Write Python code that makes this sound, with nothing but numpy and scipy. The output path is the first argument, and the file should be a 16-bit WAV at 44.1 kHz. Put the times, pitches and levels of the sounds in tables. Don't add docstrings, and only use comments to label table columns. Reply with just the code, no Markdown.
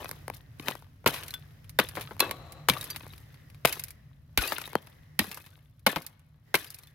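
import sys
import numpy as np
from scipy import signal
from scipy.fft import rfft, irfft
from scipy.io import wavfile
from scipy.ndimage import uniform_filter1d

SR = 44100
rng = np.random.default_rng(int(sys.argv[2]) if len(sys.argv) > 2 else 0)


def dump(signal):
    limited = np.clip(np.atleast_2d(signal).T, -1, 1)
    pcm = np.round(limited * 32767).astype(np.int16)
    wavfile.write(sys.argv[1], SR, pcm)


N = 306450


def from_db(db):
    return 10 ** (np.asarray(db) / 20)


def rms_one(x):
    return x / np.sqrt(np.mean(x ** 2) + 1e-20)


def in_time(rows):
    s, *columns = np.transpose(rows)
    return [np.interp(np.arange(N) / SR, s, column) for column in columns]


def add(out, s, sound):
    at = int(s * SR)
    out[..., at:at + sound.shape[-1]] += sound[..., :N - at]


def band(x, low_hz, high_hz, order=3):
    sos = signal.butter(order, [low_hz, min(high_hz, .45 * SR)], "band", fs=SR, output="sos")
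    return signal.sosfilt(sos, x + 1e-18)


def colour(x, points, share=1):
    hz, db = np.transpose(points)
    grid = np.maximum(np.fft.rfftfreq(4096, 1 / SR), 1)
    gain_db = share * np.interp(np.log(grid), np.log(hz), db)
    cepstrum = irfft(np.log(from_db(gain_db)))
    half = len(cepstrum) // 2
    cepstrum[1:half] *= 2
    cepstrum[half + 1:] = 0
    pulse = irfft(np.exp(rfft(cepstrum)))
    pulse = pulse.reshape((1,) * (x.ndim - 1) + (-1,))
    return signal.oaconvolve(x, pulse)[..., :x.shape[-1]]


def ring(clicks, hz, t60):
    radius = from_db(-60 / (max(t60, 1e-4) * SR))
    w = 2 * np.pi * hz / SR
    return signal.lfilter([0, np.sin(w)], [1, -2 * radius * np.cos(w), radius ** 2], clicks + 1e-18)


def damped_tones(rows):
    out, t = np.zeros(N), np.arange(SR // 3) / SR
    for s, hz, db, t60 in rows:
        add(out, s, from_db(db - 60 * t / t60) * np.sin(2 * np.pi * hz * t))
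    return out


def grains(size, per_s, spread_db):
    out = np.zeros(size)
    at = np.flatnonzero(rng.random(size) < per_s / SR)
    sizes = from_db(spread_db * np.minimum(rng.exponential(1, len(at)), 4))
    out[at] = sizes * rng.choice([-1, 1], len(at))
    return out


def widen(pair, wide_hz=3500):
    side = signal.lfilter(*signal.butter(1, wide_hz, "high", fs=SR), pair[1])
    return np.array([pair[0] + side, pair[0] - side])


# start in seconds, time the fracture runs in seconds,
# relative level in dB, tilt in dB per octave, hollow knock in dB.
BREAKS = [(0.5973, 0.007, -43.5, -3.5, -9.5), (0.6838, 0.008, -30.5, -0.5, -1.5),
          (0.7032, 0.015, -44, -1.5, -6.5), (1.0615, 0.036, -23, -2.1, 2.5), (1.0745, 0.016, -28, 2.5, -10),
          (1.1392, 0.12, -37.5, 1.2, -2), (1.789, 0.016, -22.5, -0.44, 4.5),
          (1.798, 0.011, -25, -0.7, -7.5), (1.9536, 0.023, -47.5, 2, -2.5), (1.971, 0.06, -42.5, -3, 6.5),
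          (2.0103, 0.049, -42.5, 1.9, -4.5), (2.109, 0.031, -52.5, -3.7, 8),
          (2.1948, 0.024, -42.5, 2.5, 2.5), (2.203, 0.012, -34.5, 7, 2.5), (2.2049, 0.0096, -29.5, 1, 5),
          (2.294, .012, -48, -3.5, -0.5), (2.311, .015, -36, 1.3, 1.5), (2.6866, .019, -25, 1.5, 6.5),
          (2.698, 0.009, -21, -.2, -12), (2.736, .018, -42, 1, -16), (3.65, 0.0063, -25, -1.3, 4.5),
          (3.655, 0.0095, -24.5, 1.7, 0), (3.6743, .016, -39, 2.5, -2.5), (3.726, 0.024, -39, 4.5, -7),
          (4.3757, 0.00099, -26.5, 1.9, -0.5), (4.3767, 0.033, -24.5, -0.5, -8),
          (4.521, 0.021, -37, 0.1, 8), (4.5827, .0085, -49, 6, 15.5), (4.6152, 0.02, -48, 3.8, 6.5),
          (5.192, .0084, -24.5, 1.3, -5.5), (5.1937, 0.029, -28.5, -1.5, -10),
          (5.3727, 0.025, -52.5, 3.5, 10.5), (5.865, 0.016, -24.5, -0.1, 2), (5.868, 0.016, -24, 0.2, 2.5),
          (5.8713, 0.024, -34, -3.5, 5.5), (5.9604, 0.029, -32.5, -2, 2), (6.5426, 0.024, -25.5, -0.2, 2.5),
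          (6.553, 0.015, -26.5, 1, -2)]
# start in seconds, relative level in dB, tilt in dB per octave.
TAPS = [(0.045, -40, 1.5), (0.092, -43, 4), (0.113, -38.5, 3.5), (0.2803, -37.5, 0.5), (0.3, -38, -.5),
        (0.7109, -39, 1.5), (0.7531, -45, 1.5), (0.8233, -56.5, 0), (1.043, -54.5, -2), (2.166, -54.5, 0),
        (3.0092, -57.5, -0.5), (3.0657, -50.5, -0.5), (4.6765, -46.5, 1.5), (4.7317, -44, 1),
        (4.754, -25, -2)]
# start in seconds, relative level in dB, tilt in dB per octave.
CHIPS = [(1.2347, -44, -1.5), (1.2628, -55, 0), (1.282, -49.5, 2), (1.3066, -55, 4), (1.34, -43, 1),
         (1.644, -60.5, -2), (1.6947, -54.5, 2.5), (1.8881, -47.5, 2), (2.5221, -53.5, 2),
         (2.8115, -50.5, 4.5), (2.828, -49, 1), (2.842, -50.5, 4.5), (2.903, -47, 3.5), (2.9612, -40, -0.5),
         (3.0324, -51, -5.5), (3.1352, -51, -3), (3.1793, -59.5, 1.5), (3.343, -59, -2.5),
         (3.5007, -61, -0.5), (3.5459, -59, -2.5), (3.7955, -45, 3.5), (3.8381, -51.5, 6.5),
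         (3.8833, -55.5, 2.5), (3.906, -56, 4), (4.6554, -51, -0.5), (4.8709, -53, -3),
         (4.9276, -63.5, -4.5), (5.315, -42.5, -1), (5.3446, -52, 3), (5.4632, -52.5, -2.5),
         (5.7943, -76, 4), (6.02, -58.5, 3.5), (6.065, -55, 6), (6.1945, -71, 1), (6.645, -49, 0.5),
         (6.7036, -61.5, 7.5), (6.7449, -60, 6.5), (6.787, -61, 4.5), (6.8347, -58.5, 0.5), (6.872, -63, 1)]
TAP_RUN_S, CHIP_RUN_S = 0.0034, 0.019
# relative level in dB of one crack band, lowest first.
BREAK_BANDS_DB = [-8.5, -2.5, -0.5, 0.8, -3.5]
TAP_BANDS_DB = [-12.5, 0.5, -2, -11.5, -10]
CHIP_BANDS_DB = [-16, -17.5, -7, -0.5, 0.35]
KNOCK_SHARES = [0, 1, 1, 0, 0]


def cracks():
    s, run_s, db, tilt, knock_db = np.transpose(BREAKS)
    bands_db = tilted(BREAK_BANDS_DB, db, tilt) + np.outer(knock_db, KNOCK_SHARES)
    out = place_fractures(s, run_s, bands_db)
    for rows, run_s, kind_db in ((TAPS, TAP_RUN_S, TAP_BANDS_DB), (CHIPS, CHIP_RUN_S, CHIP_BANDS_DB)):
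        s, db, tilt = np.transpose(rows)
        out = out + place_fractures(s, run_s, tilted(kind_db, db, tilt))
    return widen(out)


CRACK_EDGES_HZ = [100, 350, 900, 2000, 5000, 16000]
TILT_PIVOT_HZ = 2000


def tilted(bands_db, db, tilt):
    octaves = np.log2(np.array(CRACK_EDGES_HZ) / TILT_PIVOT_HZ)
    centres = (octaves[1:] + octaves[:-1]) / 2
    return np.array(bands_db) + db[:, None] + np.outer(tilt, centres)


# frequency in Hz, relative level in dB.
ICE = [(59, -26.5), (100, -4), (206, 6.5), (358, -1.5), (513, 0), (736, -5), (1080, 3), (1910, -6),
       (2320, -4), (4020, -7), (6150, -21), (7940, -22.5), (10900, -13), (15000, -17), (16000, -25.5)]


def place_fractures(s, run_s, bands_db, lead_s=0.0013, lead_db=-19.5):
    out, sounds = np.zeros((2, N)), 0
    raw = colour(np.array([fracture(run) for run in run_s + np.zeros(len(s))]), ICE)
    for k, (low, high) in enumerate(zip(CRACK_EDGES_HZ, CRACK_EDGES_HZ[1:])):
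        part = band(raw, low, high)
        part *= np.sqrt(SR / 100) / np.linalg.norm(part, axis=-1, keepdims=True)
        sounds = sounds + part * from_db(bands_db[:, k])[:, None, None]
    for start, sound in zip(s, sounds):
        add(out, start - lead_s, from_db(lead_db) * sound)
        add(out, start, sound)
    return out


def fracture(run_s, first=3.2, sheet_db=-17.0, sheet_t60=0.13, shard_db=-11.0, shard_t60=0.025, count=7):
    t = np.arange(SR // 9) / SR
    snaps = grains(len(t), 3500, 2.2) * from_db(-26 * t / max(run_s, 1e-4))
    snaps[0] = first * rng.choice([-1, 1])
    snaps /= np.linalg.norm(snaps)
    pair = np.array([snaps, snaps * rng.choice([-1, 1], len(t))])
    tail = rng.standard_normal(pair.shape) * from_db(-60 * t / sheet_t60)
    pitches = rng.uniform(1200, 14000, (count, 1))
    modes = np.sin(2 * np.pi * pitches * t) * from_db(-60 * t / shard_t60)
    shard = rng.standard_normal((2, count)) @ modes
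    shard *= from_db(shard_db) / np.linalg.norm(shard[0])
    tail *= from_db(sheet_db) * np.sqrt(run_s / 0.021) / np.linalg.norm(tail[0])
    return pair + shard + tail


# start in seconds, pitch in Hz,
# starting level in dB before the band-pass, time to fall 60 dB in seconds.
THUMPS = [(1.066, 140, -22.5, 0.096), (1.791, 202, -32.5, .05), (2.699, 160, -21, 0.07),
          (2.72, 134.5, -31, 0.12), (3.655, 128.2, -32.5, 0.12), (4.38, 52.4, -21, 0.1),
          (4.383, 94.8, -33, 0.1), (5.194, 211, -26.5, 0.11), (5.21, 93, -32, 0.11), (5.279, 190, -37, .06),
          (5.867, 192, -29, 0.063), (5.965, 156, -28, 0.091), (6.547, 340.4, -22.5, 0.057)]


def puffs(lowest_hz=36, gust_hz=80):
    air = band(damped_tones(THUMPS), lowest_hz, 2000)
    gust = signal.sosfiltfilt(signal.butter(2, gust_hz, fs=SR, output="sos"), air)
    return np.array([air + 0.52 * gust, air - 0.68 * gust])


def debris():
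    clatter = settling(burst_db=-2.0, tail_db=-4.5, pace=1.0, bright_share=-.8)
    tinkle = settling(burst_db=-3.0, tail_db=-3.5, pace=0.99, bright_share=.4)
    crackle = settling(burst_db=-9.5, tail_db=-4.0, pace=1.05, bright_share=.7)
    return widen(
        pieces(clatter, 260, 1200, per_s=1100, spread_db=5.0, cycles=24, ring_db=-13.0, count=12)
        + pieces(tinkle, 1200, 5000, per_s=900, spread_db=5.0, cycles=140, ring_db=-4.0, count=18)
        + pieces(crackle, 5000, 15800, per_s=2000, spread_db=-0.5, cycles=35, ring_db=-3, count=16))


# start in seconds, rise in seconds, first burst in dB, settling level in dB,
# fall of the settling in dB per second, brightness in dB.
SPILLS = [(0.0, 0.0032, -48, -47, 80, -3), (0.27, .07, -77, -54, 188, 0), (0.579, .024, -56, -54, 82.5, -1),
          (0.53, .15, -42, -45, 150, -1), (1.06, .025, -35, -41, 70, 0), (1.787, .025, -38, -47, 93, 0),
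          (1.92, .04, -59, -48, 69.5, 0), (2.2, 0.022, -33, -50, 70, -2.5), (2.685, .025, -37, -43, 42, 0),
          (3.648, .026, -43.5, -37, 135, 2), (4.374, 0.039, -46, -36, 66, 1.5),
          (5.19, .025, -41.5, -44, 71, 2), (5.863, 0.026, -43.5, -38.5, 129.5, -2),
          (6.54, 0.025, -42, -46, 79, 2.5)]
BURST_FALL_DB_PER_S = 329.5
RISE_DEPTH_DB = 44.5
REST_DB = -84


def settling(burst_db, tail_db, pace, bright_share):
    t = np.arange(0, N, 32) / SR
    power = from_db(REST_DB) ** 2
    for s, rise_s, burst, tail, fall, bright in SPILLS:
        age = np.maximum(t - s - rise_s, 0)
        rise = RISE_DEPTH_DB * np.clip((t - s) / rise_s - 1, -10, 0) + bright_share * bright
        power = power + from_db(rise + burst + burst_db - BURST_FALL_DB_PER_S * age) ** 2
        power = power + from_db(rise + tail + tail_db - pace * fall * age) ** 2
    return np.interp(np.arange(N) / SR, t, 10 * np.log10(power))


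# frequency in Hz, relative level in dB.
DEBRIS = [(150, -35.5), (250, -6), (360, -8), (452, -6.5), (875, -4.5), (1160, -2), (1420, -6), (1550, -2),
          (3010, -1.5), (3710, 0), (4260, -4), (4650, -10), (7700, -17), (12300, -4.5), (16000, -12.5)]


def pieces(level_db, low_hz, high_hz, per_s, spread_db, cycles, ring_db, count, thinning=0.36, clump_db=4.0):
    busy = from_db(thinning * np.clip(level_db + 41.5, -26, 6))
    clumps = from_db(clump_db * rms_one(uniform_filter1d(rng.standard_normal(N), size=300)))
    clicks = clumps * grains(N, per_s * busy, spread_db) / np.sqrt(busy)
    dealt = rng.integers(0, count, N)
    pitches = np.geomspace(low_hz, high_hz, count) * np.exp(rng.normal(0, 0.023, count))
    pushes = np.sign(clicks) * np.sqrt(np.abs(clicks))
    tones = np.array([ring(pushes * (dealt == k), hz, cycles / hz) for k, hz in enumerate(pitches)])
    places = rng.choice([-1., 1.], count)
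    ticks = rms_one(np.array([clicks, clicks * places[dealt]]))
    ringing = rms_one(np.array([tones.sum(0), places @ tones]))
    freedom = np.minimum(busy, 1.5) ** 0.29
    pair = ticks + from_db(ring_db) * freedom * ringing
    return from_db(level_db) * rms_one(band(colour(pair, DEBRIS), low_hz, high_hz))


# start in seconds, pitch in Hz,
# starting level in dB, time to fall 60 dB in seconds.
CLINKS = [(1.14, 2290, -60, .05), (1.288, 1520, -53, 0.1), (1.3075, 4120, -33.5, 0.025),
          (1.339, 3470, -30.5, 0.083), (1.339, 1513, -43.5, 0.13), (2.204, 4177, -17, 0.036),
          (2.699, 2330, -26.5, 0.079), (2.736, 2730, -39.5, 0.076), (2.767, 1173, -27.5, .039),
          (2.811, 3800, -33.5, 0.06), (2.903, 12500, -32, 0.053), (2.903, 6040, -41, 0.074),
          (2.908, 4650, -32, 0.071), (3.104, 3833, -46, 0.054), (3.651, 688, -10, .022),
          (4.391, 1469, -25, .06), (4.426, 9798, -34.5, 0.067), (4.435, 3670, -37.5, .06),
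          (4.438, 2500, -30, 0.093), (4.481, 2760, -34.5, 0.077), (4.481, 4650, -35, 0.14),
          (4.6554, 3770, -33, 0.029), (4.755, 3172, -43, .1), (5.194, 1855, -19.5, .04),
          (5.329, 2715, -41.5, 0.04), (5.868, 2150, -17.5, .04), (6.544, 2140, -17, .04),
          (6.673, 4770, -46, 0.055), (6.834, 4130, -54, 0.076), (6.872, 3514, -52.5, 0.063)]


def clinks():
    return damped_tones(CLINKS)


# pitch in Hz, relative level in dB, time to fall 60 dB in seconds.
PLATE = [(1125, -3, 0.24), (1650, -6.5, 0.14), (2621, -3.5, 0.24), (3400, -4, 0.13), (3900, -5.5, 0.098),
         (4177, -12, 0.12), (5120, -19.5, .1)]
# start in seconds, level of the click in dB.
PLATE_BLOWS = [(2.204, -27.5), (2.308, -45)]
# time in seconds, level of the scrape in dB.
SKATE = [(2.2, -95), (2.23, -42.5), (2.34, -49.5), (2.45, -53), (2.6, -54), (2.7, -68.5), (2.9, -83.5)]
# frequency in Hz, relative level in dB.
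SCRAPE = [(120, -36), (200, -9), (349, -2), (401, -9.5), (529, 1), (617, -6.5), (677, 0), (1030, -9),
          (1160, -3), (1560, -17), (2150, -16.5), (3590, -23.5), (3990, -9), (4730, -32), (8000, -32),
          (10400, -63.5), (17600, -120)]


def loose_plate(modes_db=-21.0):
    blows = np.zeros(N)
    rub = np.array([grains(N, 2700, 2.0), grains(N, 3000, 2.3)])
    for s, db in PLATE_BLOWS:
        add(blows, s, from_db([db]))
    struck = sum(from_db(db) * ring(blows, hz, t60) for hz, db, t60 in PLATE)
    rubbed = sum(from_db(db) * ring(rub[0], hz, t60) for hz, db, t60 in PLATE)
    slide = widen(rms_one(colour(rub, SCRAPE))) + from_db(modes_db) * rms_one(rubbed)
    return struck + from_db(in_time(SKATE)[0]) * slide


def woods(x, echo_db=-37.5, t60=1.0):
    t = np.arange(int(.8 * SR)) / SR
    envelope = from_db(-60 * t / t60) * (1 - np.exp(-t / 0.022))
    tail = band(rng.standard_normal((2, len(t))), 300, 4500, order=1) * envelope
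    return from_db(echo_db) * signal.oaconvolve(x, tail / np.linalg.norm(tail[0]), axes=-1)[:, :N]


# frequency in Hz, relative level in dB.
RUMBLE = [(15, -52), (25, -24), (43, -6.5), (70, -4.5), (97, 1), (139, -2), (159, -9), (174, -18),
          (199, -14), (289, -19.5), (334, -36.5), (512, -35), (600, -30), (780, -59.5), (1320, -120)]
# frequency in Hz, relative level in dB.
AIR = [(300, -2.5), (650, -6.5), (900, -11.5), (1550, -8.5), (2250, -12), (3800, -16.5), (4400, -18.5),
       (5000, -16), (8500, -27.5), (12000, -19.5), (16000, -23)]
# time in seconds, rumble level in dB.
BREEZE = [(0, -50), (.9, -54), (1.4, -53), (2.0, -50), (2.6, -51.5), (3.2, -53), (3.8, -53.5), (4.3, -55.5),
          (5.0, -57), (5.6, -58), (6.2, -60.5), (6.95, -60)]
# time in seconds, level in dB.
HISS = [(0, -51.5), (.45, -66), (.58, -63), (.98, -69), (1.3, -61), (1.7, -64.5), (2.6, -62), (3.3, -63),
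        (3.9, -65.5), (4.25, -74.5), (4.5, -59), (5.15, -67), (5.55, -70), (5.75, -77.5), (6.42, -79),
        (6.48, -65.5), (6.95, -71.5)]


def outdoors(hum_db=-5.5, hum_hz=149, buffet_db=-9.0):
    rumble = rms_one(band(colour(rng.standard_normal(N), RUMBLE), 35, 900))
    buffet = rms_one(band(rng.standard_normal(N), 59, 87)) * np.array([[1], [0]])
    hum = rms_one(band(rng.standard_normal(N), hum_hz - 5, hum_hz + 5, order=2))
    air = rms_one(colour(rng.standard_normal((2, N)), AIR))
    low = rumble + from_db(buffet_db) * buffet + from_db(hum_db) * hum
    return from_db(in_time(BREEZE)[0]) * low + from_db(in_time(HISS)[0]) * air


# time in seconds, relative level in dB.
RUSH = [(0, -69), (.45, -70), (.6, -73), (.95, -88.5), (1.3, -67), (1.65, -73), (2.5, -69.5), (3.45, -65),
        (3.6, -77.5), (3.95, -66.5), (4.25, -83.5), (4.8, -65), (5.15, -68.5), (5.4, -71.5), (5.7, -90.5),
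        (6.4, -85), (6.5, -68), (6.95, -70)]


def narrow_rush(centre_hz=1900, width_hz=330, level_db=-4.0):
    noise = rng.standard_normal((2, N))
    rush = rms_one(band(noise, centre_hz - width_hz / 2, centre_hz + width_hz / 2, order=2))
    return from_db(in_time(RUSH)[0] + level_db) * widen(rush)


# frequency in Hz, lean in dB,
# of which a share of 0.45 is added on the left and taken off on the right.
LEAN = [(100, -0.5), (330, 2.5), (770, 2.5), (1200, 8), (1800, 8), (2800, 8), (4200, 2), (6400, -5.5),
        (9800, 1), (15000, -3.5)]


def scene():
    ice = cracks() + debris() + clinks() + puffs() + loose_plate()
    ice = np.array([colour(ice[0], LEAN, share=0.45), colour(ice[1], LEAN, share=-0.45)])
    return ice + woods(ice) + outdoors() + narrow_rush()


CUTOFF_HZ = 16100


def record(dry):
    rounded = 1.1 * np.tanh(dry / 1.1)
    return signal.sosfilt(signal.ellip(10, .2, 80, CUTOFF_HZ, fs=SR, output="sos"), rounded)


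dry = scene()
out = record(dry)
dump(out)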